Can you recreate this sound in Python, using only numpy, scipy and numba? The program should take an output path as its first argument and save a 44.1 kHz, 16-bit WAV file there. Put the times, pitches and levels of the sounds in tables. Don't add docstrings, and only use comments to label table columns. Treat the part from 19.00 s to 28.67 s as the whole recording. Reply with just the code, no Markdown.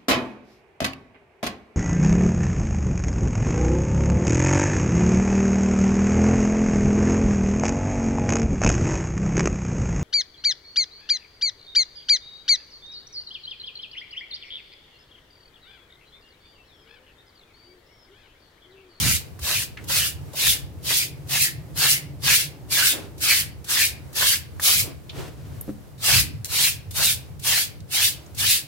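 import sys
import numpy as np
from scipy import signal
from scipy.fft import rfft, irfft, next_fast_len
from scipy.io import wavfile
from scipy.ndimage import map_coordinates
from numba import njit

SR = 44100
rng = np.random.default_rng(int(sys.argv[2]) if len(sys.argv) > 2 else 0)


def file_out(sig):
    cols = np.atleast_2d(sig).T
    lim = np.clip(cols, -1, 1)
    pcm = np.round(lim * 32767).astype(np.int16)
    wavfile.write(sys.argv[1], SR, pcm)


N = 426447
TIME = np.arange(N) / SR


def undb(db):
    return 10 ** (np.asarray(db) / 20)


def unit(x):
    return x / np.sqrt(np.mean(x ** 2) + 1e-18)


def colour(x, spectrum, tilt_db=0):
    size = next_fast_len(x.shape[-1])
    octave = np.log2(np.maximum(np.fft.rfftfreq(size, 1 / SR), 1))
    hz, db = np.transpose(spectrum)
    gain = undb(np.interp(octave, np.log2(hz), db) + tilt_db * np.maximum(octave, np.log2(hz[0])))
    return unit(irfft(rfft(x, size) * gain, size)[..., :x.shape[-1]])


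@njit
def resonate(x, hz, width_hz):
    y, band, low = np.empty(len(x)), 0., 0.
    for i in range(len(x)):
        g = np.tan(np.pi * min(hz[i], .45 * SR) / SR)
        damping = width_hz / hz[i]
        v = (band + g * (x[i] - low)) / (1 + g * (g + damping))
        band, low = 2 * v - band, low + 2 * g * v
        y[i] = damping * v
    return y


def resonate_twice(x, hz, width_hz):
    centre = np.full(len(x), hz, dtype=float)
    return resonate(resonate(x, centre, float(width_hz)), centre, float(width_hz))


def walk(size, rate):
    place = np.arange(size) * rate / SR
    knots = rng.standard_normal(int(place[-1]) + 2)
    return np.interp(place, np.arange(len(knots)), knots)


def flicks(size, rate, spread_db):
    strength = undb(spread_db * np.clip(rng.standard_normal(size), -2.5, 2.5))
    return unit((rng.random(size) < rate / SR) * rng.choice([-1, 1], size) * strength)


def ports(x, lag_ms, late_ms=0):
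    index = np.arange(len(x))
    delays = [(late_ms + side * lag_ms / 2) * SR / 1000 for side in (1, -1)]
    return np.array([map_coordinates(x, [index - delay], order=3) for delay in delays])


def wide_noise(size, side):
    common, apart = rng.standard_normal((2, size))
    return np.array([common + side * apart, common - side * apart])


def add(out, start_s, x):
    i = int(start_s * SR)
    x, i = x[..., max(-i, 0):], max(i, 0)
    out[:, i:i + x.shape[-1]] += x[..., :max(N - i, 0)]


# f/Hz, level/dB
TIP_SPECTRUM = [(1500, -43), (3000, -15), (4700, -3), (6300, -2), (8000, -1), (9800, 0.3), (12500, -1),
                (16000, -3)]

def tip_hiss(size):
    return colour(flicks(size, rate=5000, spread_db=2.5), TIP_SPECTRUM)


# f/Hz, level/dB
SHAFT_SPECTRUM = [(1100, -21.5), (1700, -22), (2100, -1.5), (2500, -2.5), (3300, -2.5), (4500, 1.5),
                  (6000, -2), (10000, -13.5)]

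def shaft_rasp(size):
    slips = colour(flicks(size, rate=1600, spread_db=0.5), SHAFT_SPECTRUM)
    ring_hz = 3100 * np.exp(0.24 * walk(size, rate=16.1))
    return unit(slips + 2.43 * resonate(slips, ring_hz, width_hz=260.))


# f/Hz, level/dB
MUD_SPECTRUM = [(650, -33.5), (1100, -2.5), (1450, 3.5), (1750, 9), (2100, 3), (2900, -33)]

def mud_grind(size):
    mud = colour(flicks(size, rate=1300, spread_db=3), MUD_SPECTRUM)
    pocket_hz = np.linspace(1250, 2000, size) * np.exp(0.27 * walk(size, rate=20.1))
    return unit(mud + 1.6 * resonate(mud, pocket_hz, width_hz=170.))


# f/Hz, level/dB
BACKING_SPECTRUM = [(150, -19), (320, -9), (520, -5.5), (850, -4.5), (1100, -4.5), (1600, -10.5),
                    (3000, -22.5)]

def backing_drag(size):
    return colour(flicks(size, rate=1000, spread_db=4), BACKING_SPECTRUM)


def tuft(hiss_db, rasp_db, grind_db, drag_db):
    size = len(hiss_db)
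    friction = (undb(hiss_db) * tip_hiss(size) + undb(rasp_db - 0.86) * shaft_rasp(size)
                + undb(grind_db) * mud_grind(size) + undb(drag_db) * backing_drag(size))
    return undb(0.73 * walk(size, rate=66.6)) * friction


LIFT_S = 0.14

def stroke_levels(t, settle_s, press_s, fast_s, lift_s, hiss_db, rasp_db, grind_db, drag_db, surge_db):
    first_touch = 12 * np.minimum(t / settle_s, 0)
    settling = -19 * np.exp(-np.maximum(t / settle_s, 0))
    lifting = -60 * (np.maximum(t - lift_s, 0) / LIFT_S) ** 1.24
    uneven_pile = 1.33 * walk(len(t), rate=30.3)
    uneven_mud = 3.5 * walk(len(t), rate=43.4)
    contact = first_touch + settling + lifting + uneven_pile
    push = np.exp(-((t - press_s) / 0.049) ** 2)
    surge = surge_db * np.exp(-((t - fast_s) / 0.029) ** 2)
    backing_release = -155 * np.maximum(t - press_s, 0)
    return (contact + hiss_db + surge,
            contact + rasp_db + 4 * push + 0.46 * surge,
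            contact + grind_db + 6 * push + uneven_mud,
            contact + drag_db + 6 * push + uneven_mud + backing_release)


def stroke_lag(t, first_ms, last_ms, travel_s=0.267):
    progress = (1 - np.cos(np.pi * np.clip(t / travel_s, 0, 1))) / 2
    return first_ms + (last_ms - first_ms) * progress


# t/s, f/Hz, level/dB
LOUD_ZIPS = [(1.492, 3580, -24.5), (2.891, 3160, -29.5), (3.872, 2480, -29), (4.316, 2350, -20),
             (4.83, 2480, -23), (7.665, 2680, -26.5), (8.075, 3740, -26), (9.511, 3740, -26)]

def zips(t, fastest_s, half_length_s=0.031, octaves_per_s=-2.0):
    out = np.zeros(len(t))
    when, high = np.clip(rng.standard_normal(2), -2, 2)
    faint_zip = (fastest_s + 0.031 * when, 2800 * 2 ** (0.3 * high), -30.5)
    for s, hz, db in [*LOUD_ZIPS, faint_zip]:
        if t[0] < s < t[-1]:
            pitch = hz * 2 ** (octaves_per_s * (t - s))
            ring = resonate_twice(flicks(len(t), rate=4000, spread_db=2), pitch, width_hz=480)
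            out += undb(db) * np.exp(-((t - s) / half_length_s) ** 2) * unit(ring)
    return out


def brush_body(sound, t, fast_s, hollow_depth=0.38, ridge_db=-11, sing_db=-5):
    hollow_hz = 970 * 2 ** (7.7 * (t - fast_s))
    sing_hz = 4200 * np.exp(0.3 * walk(len(t), rate=17.8))
    grown = np.clip(t / fast_s, 0, 1) ** 2
    return np.array([x - grown * hollow_depth * resonate(x, hollow_hz, width_hz=790.)
                     + grown * undb(ridge_db) * resonate(x, hollow_hz + 844, width_hz=400.)
                     + undb(sing_db) * resonate(x, sing_hz, width_hz=280.) for x in sound])


# t/s, lag at stroke start/ms, lag at stroke end/ms
HAND_PATH = [(0, -0.067, 0.15), (1, -0.057, 0.12), (3.2, -.087, 0.28), (4.202, -0.12, 0.23),
             (4.7, -0.14, .17), (5.15, -.18, -0.034), (5.6, -0.19, -0.16), (7, -0.14, 0.12),
             (7.95, -0.099, 0.16), (9.4, -.12, 0.13)]
# landing t/s, settling time constant/s; from landing, hardest push t/s, top speed t/s, lift t/s;
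# base level/dB of hiss, rasp, grind and drag; hiss surge at top speed/dB
BRUSH_STROKES = [(-0.035, 0.013, 0.1, 0.13, 0.19, -24.5, -28.5, -44, -46.5, 3.3),
                 (0.414, 0.016, 0.13, 0.14, 0.2, -27.0, -30, -44, -45, 4),
                 (0.879, 0.011, 0.092, 0.1, 0.19, -25.0, -29, -41.5, -43.5, 4.5),
                 (1.351, 0.018, 0.088, 0.13, 0.18, -23.5, -27.0, -42, -44.5, 5.3),
                 (1.839, 0.014, 0.1, 0.14, 0.19, -26, -28.5, -45.5, -45.5, 8),
                 (2.286, 0.014, 0.084, 0.14, 0.17, -24, -28, -43.5, -46.5, 7),
                 (2.76, 0.012, 0.088, 0.15, 0.178, -22, -26.0, -40.5, -43.5, 4.6),
                 (3.229, 0.016, 0.064, 0.13, 0.18, -22.0, -23.5, -37.5, -44.0, 3.8),
                 (3.702, 0.012, 0.098, 0.17, 0.21, -22.5, -25.5, -35.0, -44, 4.6),
                 (4.204, 0.015, 0.11, 0.12, 0.19, -21.0, -24.5, -34.5, -43.5, 2.4),
                 (4.681, 0.022, 0.1, 0.13, 0.17, -19.5, -23, -32, -41.5, 1.9),
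                 (5.149, 0.012, 0.1, 0.15, 0.187, -22.0, -25.5, -35.5, -42, 3),
                 (5.615, 0.012, 0.092, 0.13, 0.18, -19, -25, -39.5, -41.5, 1.2),
                 (7.018, 0.023, 0.12, 0.15, 0.18, -20.5, -22.5, -37.5, -39.5, 1.1),
                 (7.491, 0.026, 0.12, 0.16, 0.2, -22.5, -25, -42, -43, 3.6),
                 (7.945, 0.023, 0.069, 0.11, 0.17, -20, -25.5, -40.5, -40.5, 2.7),
                 (8.428, 0.017, 0.11, 0.13, 0.19, -22.0, -25.0, -40.5, -42.0, 1.9),
                 (8.908, 0.016, 0.096, 0.14, 0.18, -23.5, -26, -42.5, -47.5, 4.1),
                 (9.372, 0.015, 0.1, 0.145, 0.19, -23.5, -26.5, -42.0, -49.5, 7.3)]

def brush(tufts=4, end_delay_ms=0.11, bounce_db=-4, lead_s=0.04):
    out = np.zeros((2, N))
    when, *ends = np.transpose(HAND_PATH)
    for s, settle_s, press_s, fast_s, lift_s, *levels in BRUSH_STROKES:
        t = np.arange(-lead_s, lift_s + LIFT_S, 1 / SR)
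        envelopes_db = stroke_levels(t, settle_s, press_s, fast_s, lift_s, *levels)
        lag_ms = stroke_lag(t, *(np.interp(s, when, end) for end in ends))
        sound = ports(zips(s + t, s + fast_s), lag_ms)
        for place in np.linspace(-1, 1, tufts):
            source = tuft(*envelopes_db) / np.sqrt(tufts)
            detour_ms = np.linspace(*rng.uniform(0.501, 2.2, 2), len(t))
            bounce = ports(source, lag_ms + 0.18 * place, detour_ms)
            sound += ports(source, lag_ms + end_delay_ms * place ** 3) + undb(bounce_db) * bounce
        add(out, s - lead_s, brush_body(sound, t, fast_s))
    return out


# f/Hz, level/dB
AMBIENT_SPECTRUM = [(15, -33), (25, -25), (48, -17.5), (62, -5.5), (90, -1.5), (140, -4), (175, -12.5),
                    (240, -17), (320, -16.5), (480, -16.5), (800, -23.5), (1300, -27.5), (3000, -34),
                    (6500, -37), (16000, -38)]
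# t/s, relative level/dB
RUMBLE_SWELL = [(0.0, -26.5), (0.08, -23), (0.21, -40), (3.01, -42.5), (5.47, -42.5), (5.55, -36.5),
                (5.66, -43.5), (5.74, -37.5), (6.14, -44), (6.19, -33), (6.25, -46), (6.54, -34.5),
                (6.89, -46.5), (7.19, -27.5), (7.43, -42.5), (7.94, -37.5), (8.08, -41.5), (9.67, -46)]

def rumble_and_air(split_hz=230, air_db=-51):
    lows, highs = (signal.butter(4, split_hz, kind, fs=SR, output="sos") for kind in ("low", "high"))
    rumble = signal.sosfilt(lows, colour(wide_noise(N, side=0.8), AMBIENT_SPECTRUM))
    air = signal.sosfilt(highs, colour(wide_noise(N, side=0.86), AMBIENT_SPECTRUM))
    rumble_db = np.interp(TIME, *np.transpose(RUMBLE_SWELL)) + 2 + 3 * walk(N, rate=12)
    return unit(rumble) * undb(rumble_db) + unit(air) * undb(air_db + 2.1 * walk(N, rate=7))


# t/s, level/dB
DRONE_LEVELS = [(0, -57), (2, -52.5), (2.8, -50.5), (4, -49), (4.6, -54.5), (7.001, -62.5), (9.67, -54.5)]

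def drone():
    spectrum = [(200, -36), (290, -4), (335, -9), (430, -13.5), (900, -24.5), (4000, -78)]
    level_db = np.interp(TIME, *np.transpose(DRONE_LEVELS))
    return colour(wide_noise(N, side=0.091), spectrum) * undb(level_db)


# t/s, level/dB
HUM_LEVELS = [(0, -55), (1.7, -51.5), (2.4, -40), (3.4, -42.5), (4.2, -57), (9.67, -55)]

def hum():
    band = np.array([resonate_twice(x, hz=141.4, width_hz=28.5) for x in wide_noise(N, side=0.31)])
    return unit(band) * undb(np.interp(TIME, *np.transpose(HUM_LEVELS)))


# f/Hz, level/dB
SOLE_SPECTRUM = [(100, -4.5), (300, 17.5), (500, 4.5), (900, -6.5), (1500, -14), (3500, -25.5),
                 (8000, -40.5), (16000, -52)]
# centre t/s, duration/s, level/dB, tilt/(dB per octave)
SCUFFS = [(0.07, 0.17, -29, -18), (0.715, 0.13, -61, 5), (0.837, 0.15, -48, 6), (3.965, 0.15, -34, 5.5),
          (4.028, 0.16, -42, 6), (5.874, 0.17, -37.5, 4), (6.19, 0.19, -36.5, 6.5), (6.252, .28, -43, 6.5),
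          (6.449, 0.55, -53.5, 6.5), (6.695, 0.047, -35, 1), (6.697, 0.22, -54, 11.5),
          (7.283, 0.25, -43, -9)]

def scuffs():
    out = np.zeros((2, N))
    for s, length_s, db, tilt_db in SCUFFS:
        size = int(length_s * SR)
        grit = 0.5 * flicks(size, rate=2000, spread_db=3) + wide_noise(size, side=0.7)
        grit *= undb(1.8 * walk(size, rate=45))
        add(out, s - length_s / 2, undb(db) * np.hanning(size) * colour(grit, SOLE_SPECTRUM, tilt_db))
    return out


def splash(db, hz, width_hz, t60):
    t = TIME[:SR // 6]
    spray = wide_noise(len(t), side=min(hz / 4000, 1))
    burst = np.array([resonate_twice(x, hz, width_hz) for x in spray])
    rise = np.minimum(t / (0.056 * t60), 1)
    return unit(burst) * rise * undb(db - 60 * t / t60)


# t/s, level/dB
BRISTLE_TOUCHES = [(.390, -37.5), (.838, -39), (1.331, -37), (1.826, -43), (2.271, -44), (4.178, -39),
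                   (4.642, -34.5), (5.127, -38.5), (5.596, -29.5), (7.451, -25.5), (7.907, -31.5),
                   (8.393, -38), (9.345, -37)]
# t/s, level/dB, f/Hz, bandwidth/Hz, T60/s
FLUNG_DROPS = [(.389, -37.5, 1262, 900, 0.039), (0.77, -31.5, 1850, 1200, 0.11),
               (0.773, -36, 2830, 2600, 0.018), (1.334, -34, 640, 400, 0.091),
               (5.596, -23.5, 1390, 900, 0.031), (6.093, -31, 3260, 1810, 0.075),
               (6.61, -22, 12100, 7140, 0.023), (7.4454, -18, 7140, 14000, 0.019),
               (8.8034, -41, 4490, 5000, 0.024), (9.262, -41, 6500, 2500, .028)]

def wet_ticks():
    out = np.zeros((2, N))
    for s, db in BRISTLE_TOUCHES:
        add(out, s, splash(db, hz=8000, width_hz=33000, t60=0.08))
    for s, *drop in FLUNG_DROPS:
        add(out, s, splash(*drop))
    return out


# centre t/s, level/dB
LOW_BUMPS = [(0.431, -29), (1.16, -32.5), (1.53, -34), (1.64, -33.5), (1.78, -33), (2.26, -36), (7.35, -30),
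             (7.51, -34), (7.89, -30)]

def bumps(centre_hz=87, scatter_octaves=0.23, half_length_s=0.015):
    out = np.zeros((2, N))
    t = TIME[:int(6 * half_length_s * SR)] - 3 * half_length_s
    for s, db in LOW_BUMPS:
        hz = centre_hz * 2 ** (scatter_octaves * rng.uniform(-1, 1))
        tone = np.sqrt(2) * np.sin(2 * np.pi * hz * t + rng.uniform(0, np.pi, (2, 1)))
        add(out, s + t[0], undb(db) * np.exp(-(t / half_length_s) ** 2) * tone)
    return out


# f/Hz, relative level/dB, T60/s
BOOT_MODES = [(208.6, 0.5, 0.19), (290, 3.5, 0.09), (402, -9, 0.083), (517, -10, .07), (756, -22, 0.081),
              (1170, -20, .04), (1550, -23, .04)]
# t/s, level/dB
BOOT_CONTACTS = [(6.68, -32), (6.693, -28.5)]

def boot_thud():
    out = np.zeros((2, N))
    t = TIME[:SR // 3]
    thud = sum(undb(db - 60 * t / t60) * np.sin(2 * np.pi * hz * t) for hz, db, t60 in BOOT_MODES)
    for s, db in BOOT_CONTACTS:
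        add(out, s, undb(db) * thud)
    return out


# lower f/Hz, upper f/Hz, T60/s, level/dB
ROOM_BANDS = [(100, 1200, 0.49, -22.5), (1400, 2760, 0.4, -23), (2560, 5500, 0.34, -22.5),
              (5970, 16600, 0.23, -15)]

def room(direct, gap_s=0.006):
    t = TIME[:int(0.7 * SR)]
    response = np.zeros((2, len(t)))
    for low_hz, high_hz, t60, db in ROOM_BANDS:
        band = signal.butter(3, [low_hz, high_hz], "band", fs=SR, output="sos")
        noise = signal.sosfilt(band, rng.standard_normal((2, len(t))))
        tail = noise * undb(-60 * t / t60) * (t > gap_s)
        response += undb(db) * unit(tail) / np.sqrt(len(t))
    return direct + signal.fftconvolve(direct, response, axes=1)[:, :N]


def scene():
    work = brush() + wet_ticks() + scuffs() + boot_thud()
    return room(work) + rumble_and_air() + drone() + hum() + bumps()


def record(dry, cutoff_hz=15850):
    return signal.sosfilt(signal.ellip(10, 0.2, 80, cutoff_hz, fs=SR, output="sos"), dry)


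dry = scene()
out = record(dry)
file_out(out)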